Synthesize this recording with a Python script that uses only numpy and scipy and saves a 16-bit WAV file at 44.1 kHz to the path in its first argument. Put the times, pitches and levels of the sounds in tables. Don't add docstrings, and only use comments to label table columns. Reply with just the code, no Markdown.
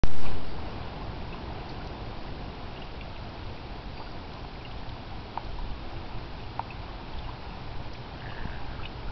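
import sys
import numpy as np
from scipy import signal
from scipy.fft import rfft, irfft, next_fast_len
from scipy.io import wavfile

SR = 44100
rng = np.random.default_rng(int(sys.argv[2]) if len(sys.argv) > 2 else 0)


def to_wav(s):
    ch = np.atleast_2d(s).T
    pcm = np.round(np.clip(ch, -1, 1) * 32767)
    wavfile.write(sys.argv[1], SR, pcm.astype(np.int16))


N = 401751
TIME = np.arange(N) / SR

# frequency_hz, density_db
HISS_SPECTRUM = [(100, -0.5), (1000, 5.5), (2000, -0.5), (2800, -0.5), (4000, 1.5), (4900, -1.5),
                 (5400, -5.5), (5800, -17.5), (6200, -35.5)]
# frequency_hz, density_db
WIND_SPECTRUM = [(4, 5), (20, -0.5), (50, -8), (90, -13.5), (250, -41.5), (1000, -80)]
# middle_s, length_s, level_db
WIND_GUSTS = [(5.58, 0.51, -32.5), (7.18, 0.26, -34), (8.54, 0.6, -31.5), (8.83, 0.29, -34),
              (9.1, 0.17, -30)]
# start_s, level_db, pitch_hz, t60_s
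BODY_BUMPS = [(0.252, -19.5, 161, 0.0097), (5.53, -26, 60, 0.091), (8.454, -14.5, 151, 0.015)]
# frequency_hz, density_db
TRAFFIC_SPECTRUM = [(15, -35), (25, -11), (38, 0.5), (59, -0.5), (141, -7), (189, -9), (279, -10.5),
                    (364, -11.5), (418, -13), (508, -16), (700, -18), (910, -44), (1540, -120)]
# start_s, level_db, length_s
BIRD_WHISTLES = [(0.46, -59, .13), (1.78, -63, .14), (3.93, -57.5, 0.25)]
# frequency_hz, density_db
WASH_SPECTRUM = [(200, -28), (400, -15), (560, -8.5), (730, 3), (900, 2.5), (1030, -0.5), (1150, -5.5),
                 (1500, -7), (1900, -12.5), (2800, -11.5), (3300, -17), (5500, -35.5)]
# time_s, level_db
STREAM_LEVEL = [(1.5, -45.5), (2.2, -47), (4.2, -48.5), (7.7, -47.5), (9, -47)]
# start_s, level_db, pitch_hz
BUBBLE_DRIPS = [(1.018, -32.5, 1054), (1.344, -34, 1010), (1.81, -39, 1400), (2.819, -34, 2800),
                (4.001, -28.5, 870), (4.014, -40, 1190), (4.07, -40, 1440), (4.650, -34, 2780),
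                (5.586, -33, 953), (5.71, -42, 2890), (6.705, -32.5, 2570), (6.89, -41, 1090),
                (7.245, -43.5, 2800), (7.288, -33.5, 973), (8.317, -36.5, 1125), (8.796, -35, 1305),
                (9.085, -36, 1360)]
# start_s, level_db, pitch_hz, length_s
SPATTERS_AND_RASP = [(0.258, -37, 2390, 0.014), (1.326, -38, 2650, 0.015), (1.691, -39, 4250, 0.022),
                     (1.873, -36, 4840, .004), (2.772, -40, 2800, .015), (3.160, -39, 2620, .01),
                     (3.977, -38, 2530, 0.023), (4.118, -43, 4700, .005), (4.335, -41, 4360, 0.0066),
                     (4.712, -41, 2860, .01), (4.892, -38, 3400, .006), (6.401, -40, 2570, .008),
                     (6.437, -43, 2850, 0.0095), (7.136, -40, 3280, .005), (7.188, -35.5, 3380, .0085),
                     (7.505, -40, 2630, .0055), (7.934, -41.5, 4850, .009), (7.948, -39, 2280, .01),
                     (8.203, -38.5, 2860, .01), (8.29, -40, 2800, 0.058), (8.833, -36, 2600, .03)]
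# start_s, length_s, level_db
AXLE_CREAKS = [(8.19, .47, -49), (8.65, 0.29, -54.5)]
# frequency_hz, level_db, t60_s
PADDLE_MODES = [(2550, 2.5, 0.027), (2926, -0.5, 0.049), (3660, -5, 0.036)]
# start_s, level_db, pitch_ratio
PADDLE_CLACKS = [(3.010, -31.5, 0.94), (8.854, -27, 1.0)]
# frequency_hz, level_db, t60_s
WHEEL_MODES = [(800, 0, 0.021), (983, 1, 0.026), (1260, -13, 0.02), (1473, -13, 0.02),
               (2600, -10.5, 0.0049), (4500, -20, .003)]
# start_s, level_db, pitch_ratio
WHEEL_KNOCKS = [(0.253, -32, 1.16), (4.001, -32, 0.9), (4.447, -33, 0.91), (5.3741, -17, 0.96),
                (6.5935, -15.5, 0.95)]


def amp(db):
    return 10 ** (np.asarray(db) / 20)


def unit(x):
    return x / np.sqrt(np.mean(x ** 2) + 1e-20)


def add(mix, start_s, sound):
    part = mix[max(round(start_s * SR), 0):][:len(sound)]
    part += sound[:len(part)]


def colour(x, spectrum):
    hz, db = np.transpose(spectrum)
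    size = next_fast_len(N)
    bins_hz = np.fft.rfftfreq(size, 1 / SR)
    gain = amp(np.interp(np.log(bins_hz + 1), np.log(hz), db))
    return unit(irfft(rfft(x, size) * gain, size)[:N])


def drift(top_hz):
    rates_hz = np.geomspace(top_hz / 10, top_hz, 10)
    return unit(sum(np.sin(2 * np.pi * (hz * TIME + rng.random())) / np.sqrt(hz) for hz in rates_hz))


def swell(start_s, length_s, attack_s, release_s):
    return np.clip(np.minimum((TIME - start_s) / attack_s, (start_s + length_s - TIME) / release_s), 0, 1)


def resonate(x, hz, width_hz):
    phasor = np.exp(2j * np.pi * np.cumsum(hz * np.ones(len(x))) / SR)
    pole = np.exp(-np.pi * width_hz / SR)
    return 2 * (phasor * signal.lfilter([1 - pole], [1, -pole], x / phasor + 1e-18)).real


def ring(hz, t60_s, rise_s, glide=0):
    t = np.arange(int(t60_s * SR) + 2) / SR
    tone = np.sin(2 * np.pi * hz * t * (1 + glide * t / t60_s / 2))
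    return tone * np.exp(-np.log(1000) * t / t60_s) * (1 - np.exp(-t / rise_s))


def microphone(breeze_db=-42, flutter_db=2.5, hiss_db=-51):
    breeze = amp(breeze_db + flutter_db * drift(top_hz=5))
    gusts = sum(amp(db) * swell(middle_s - length_s / 2, length_s, length_s / 2, length_s / 2)
                for middle_s, length_s, db in WIND_GUSTS)
    wind = np.hypot(breeze, gusts) * colour(rng.standard_normal(N), WIND_SPECTRUM)
    out = wind + amp(hiss_db) * colour(rng.standard_normal(N), HISS_SPECTRUM)
    for start_s, db, hz, t60_s in BODY_BUMPS:
        add(out, start_s, amp(db) * ring(hz, t60_s, rise_s=0.00092))
    return out


def traffic(steady_db=-42.5, vehicle_db=-41, leaves_s=1.8, fade_db_per_s=5):
    vehicle = amp(vehicle_db - fade_db_per_s * np.maximum(TIME - leaves_s, 0))
    return np.hypot(amp(steady_db), vehicle) * colour(rng.standard_normal(N), TRAFFIC_SPECTRUM)


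def engine(full_db=-48.5, full_at_s=5.0, swell_db_per_s=1.5, width_hz=18):
    hz = np.interp(TIME, [7.0, 7.5], [112.4, 120.6])
    db = full_db - swell_db_per_s * np.maximum(full_at_s - TIME, 0)
    return amp(db) * unit(resonate(resonate(rng.standard_normal(N), hz, width_hz), hz, width_hz))


def wavering_tone(hz, waver_hz, top_hz):
    return unit(np.sin(2 * np.pi * np.cumsum(hz + waver_hz * drift(top_hz)) / SR))


def bird():
    envelope = np.zeros(N)
    for start_s, db, length_s in BIRD_WHISTLES:
        progress = np.linspace(0, 1, int(length_s * SR))
        add(envelope, start_s, amp(db) * np.sin(np.pi * np.sqrt(progress)))
    return envelope * wavering_tone(hz=4677, waver_hz=10, top_hz=77)


def hoot(level_db=-51.5):
    envelope = amp(level_db) * swell(start_s=5.78, length_s=0.53, attack_s=0.093, release_s=0.28)
    return envelope * wavering_tone(hz=333, waver_hz=3, top_hz=20)


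def bubbles(low_hz, high_hz, per_s, t60_cycles, spread_db, sizes=24):
    out = np.zeros(N)
    for hz in np.geomspace(low_hz, high_hz, sizes):
        births = np.flatnonzero(rng.random(N) < per_s / sizes / SR)
        impulses = np.zeros(N)
        impulses[births] = amp(spread_db * np.minimum(rng.exponential(1, N)[births], 3))
        out += signal.oaconvolve(impulses, ring(hz, t60_cycles / hz, rise_s=0.00038, glide=0.24))[:N]
    return unit(out)


def stream(wash_gain_db=-0.5, gurgle_gain_db=-10, spray_db=-59, waver_db=0.63):
    wash = amp(wash_gain_db + waver_db * drift(top_hz=9)) * colour(rng.standard_normal(N), WASH_SPECTRUM)
    large_bubbles = bubbles(low_hz=597, high_hz=1800, per_s=260, t60_cycles=26, spread_db=3.5)
    gurgle = amp(gurgle_gain_db) * colour(large_bubbles, WASH_SPECTRUM)
    spray = amp(spray_db) * bubbles(low_hz=2160, high_hz=5120, per_s=420, t60_cycles=22, spread_db=2.5)
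    flow_db = np.interp(TIME, *np.transpose(STREAM_LEVEL))
    return amp(flow_db) * (wash + gurgle) + spray


def drips(t60_at_1khz_s=0.058, damping_exponent=0.26, second_gain_db=-6):
    out = np.zeros(N)
    for start_s, db, hz in BUBBLE_DRIPS:
        t60_s = t60_at_1khz_s / (hz / 1000) ** damping_exponent
        add(out, start_s, amp(db) * ring(hz, t60_s, rise_s=0.00056, glide=0.11))
        lag, detune = rng.uniform(-1.2, 1, 2)
        second = ring(hz * (1 + 0.21 * detune), t60_s / 2, rise_s=0.0003)
        add(out, start_s + 0.005 * (1 + lag / 2), amp(db + second_gain_db) * second)
    return out


def small_drops(per_s=5, mean_db=-47, spread_db=2, median_hz=2800, spread_octaves=0.34, length_s=0.009):
    starts_s = np.flatnonzero(rng.random(N) < per_s / SR) / SR
    return [(start_s, mean_db + spread_db * size, median_hz * 2 ** (spread_octaves * pitch), length_s)
            for start_s, (size, pitch) in zip(starts_s, rng.standard_normal((len(starts_s), 2)))]


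def spatters_and_rasp(taps_per_s=2500):
    out = np.zeros(N)
    t = np.arange(SR // 10) / SR
    for start_s, db, hz, length_s in SPATTERS_AND_RASP + small_drops():
        taps = rng.standard_normal(len(t)) * (rng.random(len(t)) < taps_per_s / SR)
        taps *= np.exp(-(t / length_s) ** 2)
        taps[0] += 2
        burst = resonate(resonate(taps, hz, width_hz=hz / 7), hz, width_hz=hz / 3)
        add(out, start_s, amp(db) * burst / abs(burst).max())
    return out


def axle_creak(start_hz=1746, sag_hz_per_s=370, width_hz=340, slips_per_s=66, jitter=0.35, uneven_db=2):
    envelope = sum(amp(db) * swell(start_s, length_s, attack_s=0.04, release_s=0.11)
                   for start_s, length_s, db in AXLE_CREAKS)
    hz = start_hz - sag_hz_per_s * np.maximum(TIME - AXLE_CREAKS[0][0], 0)
    slip_count = np.cumsum(slips_per_s * np.exp(jitter * drift(top_hz=54))) / SR
    slips = np.diff(np.floor(slip_count), prepend=0) * amp(uneven_db * rng.standard_normal(N))
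    rubbing = 0.45 * rng.standard_normal(N)
    return envelope * unit(resonate(resonate(unit(slips) + rubbing, hz, width_hz), hz, width_hz))


def paddle_clacks():
    out = np.zeros(N)
    for start_s, db, pitch_ratio in PADDLE_CLACKS:
        blow = np.zeros(SR // 10)
        for hz, mode_db, t60_s in PADDLE_MODES:
            add(blow, 0, amp(mode_db) * ring(hz * pitch_ratio, t60_s, rise_s=0.0006))
        add(out, start_s, amp(db) * blow / abs(blow).max())
    return out


def wheel_knocks(echo_delay_s=0.011, echo_gain_db=-19):
    out = np.zeros(N)
    for start_s, db, pitch_ratio in WHEEL_KNOCKS:
        blow = np.zeros(SR // 10)
        for k, (hz, mode_db, t60_s) in enumerate(WHEEL_MODES):
            add(blow, 0, (-1) ** k * amp(mode_db) * ring(hz * pitch_ratio, t60_s, rise_s=0.39 / hz))
        blow *= amp(db) / abs(blow).max()
        add(out, start_s, blow)
        add(out, start_s + echo_delay_s, amp(echo_gain_db) * blow)
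    return out


def scene():
    waterwheel = stream() + drips() + spatters_and_rasp() + wheel_knocks() + paddle_clacks() + axle_creak()
    background = traffic() + engine() + bird() + hoot() + microphone()
    return (background + waterwheel)[None]


def record(dry, on_s=0.0362, offset=0.31, held_s=0.24, settle_s=0.15, buzz_hz=78, cutoff_hz=6050):
    waking_db = np.interp(TIME, [0.04, 0.16, 0.25, 0.33, 0.4], [-9.0, -7.5, 2.0, 3.0, 0])
    starting = np.interp(TIME, [0.2, 0.36], [1, 0])
    buzz = signal.sawtooth(2 * np.pi * np.cumsum(buzz_hz * (1 + 0.1 * drift(top_hz=40))) / SR)
    x = dry * amp(waking_db) + 0.018 * starting * buzz
    step = 0.013
    x = x + starting * (step * np.round(x / step) - x)
    bias = -offset * np.exp(-np.maximum(TIME - held_s, 0) / settle_s)
    x = (TIME >= on_s) * (x + bias)
    low_pass = signal.firwin(255, cutoff_hz, window=("kaiser", 8), fs=SR)
    return signal.oaconvolve(x, low_pass[None], "same")


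dry = scene()
out = record(dry)
to_wav(out)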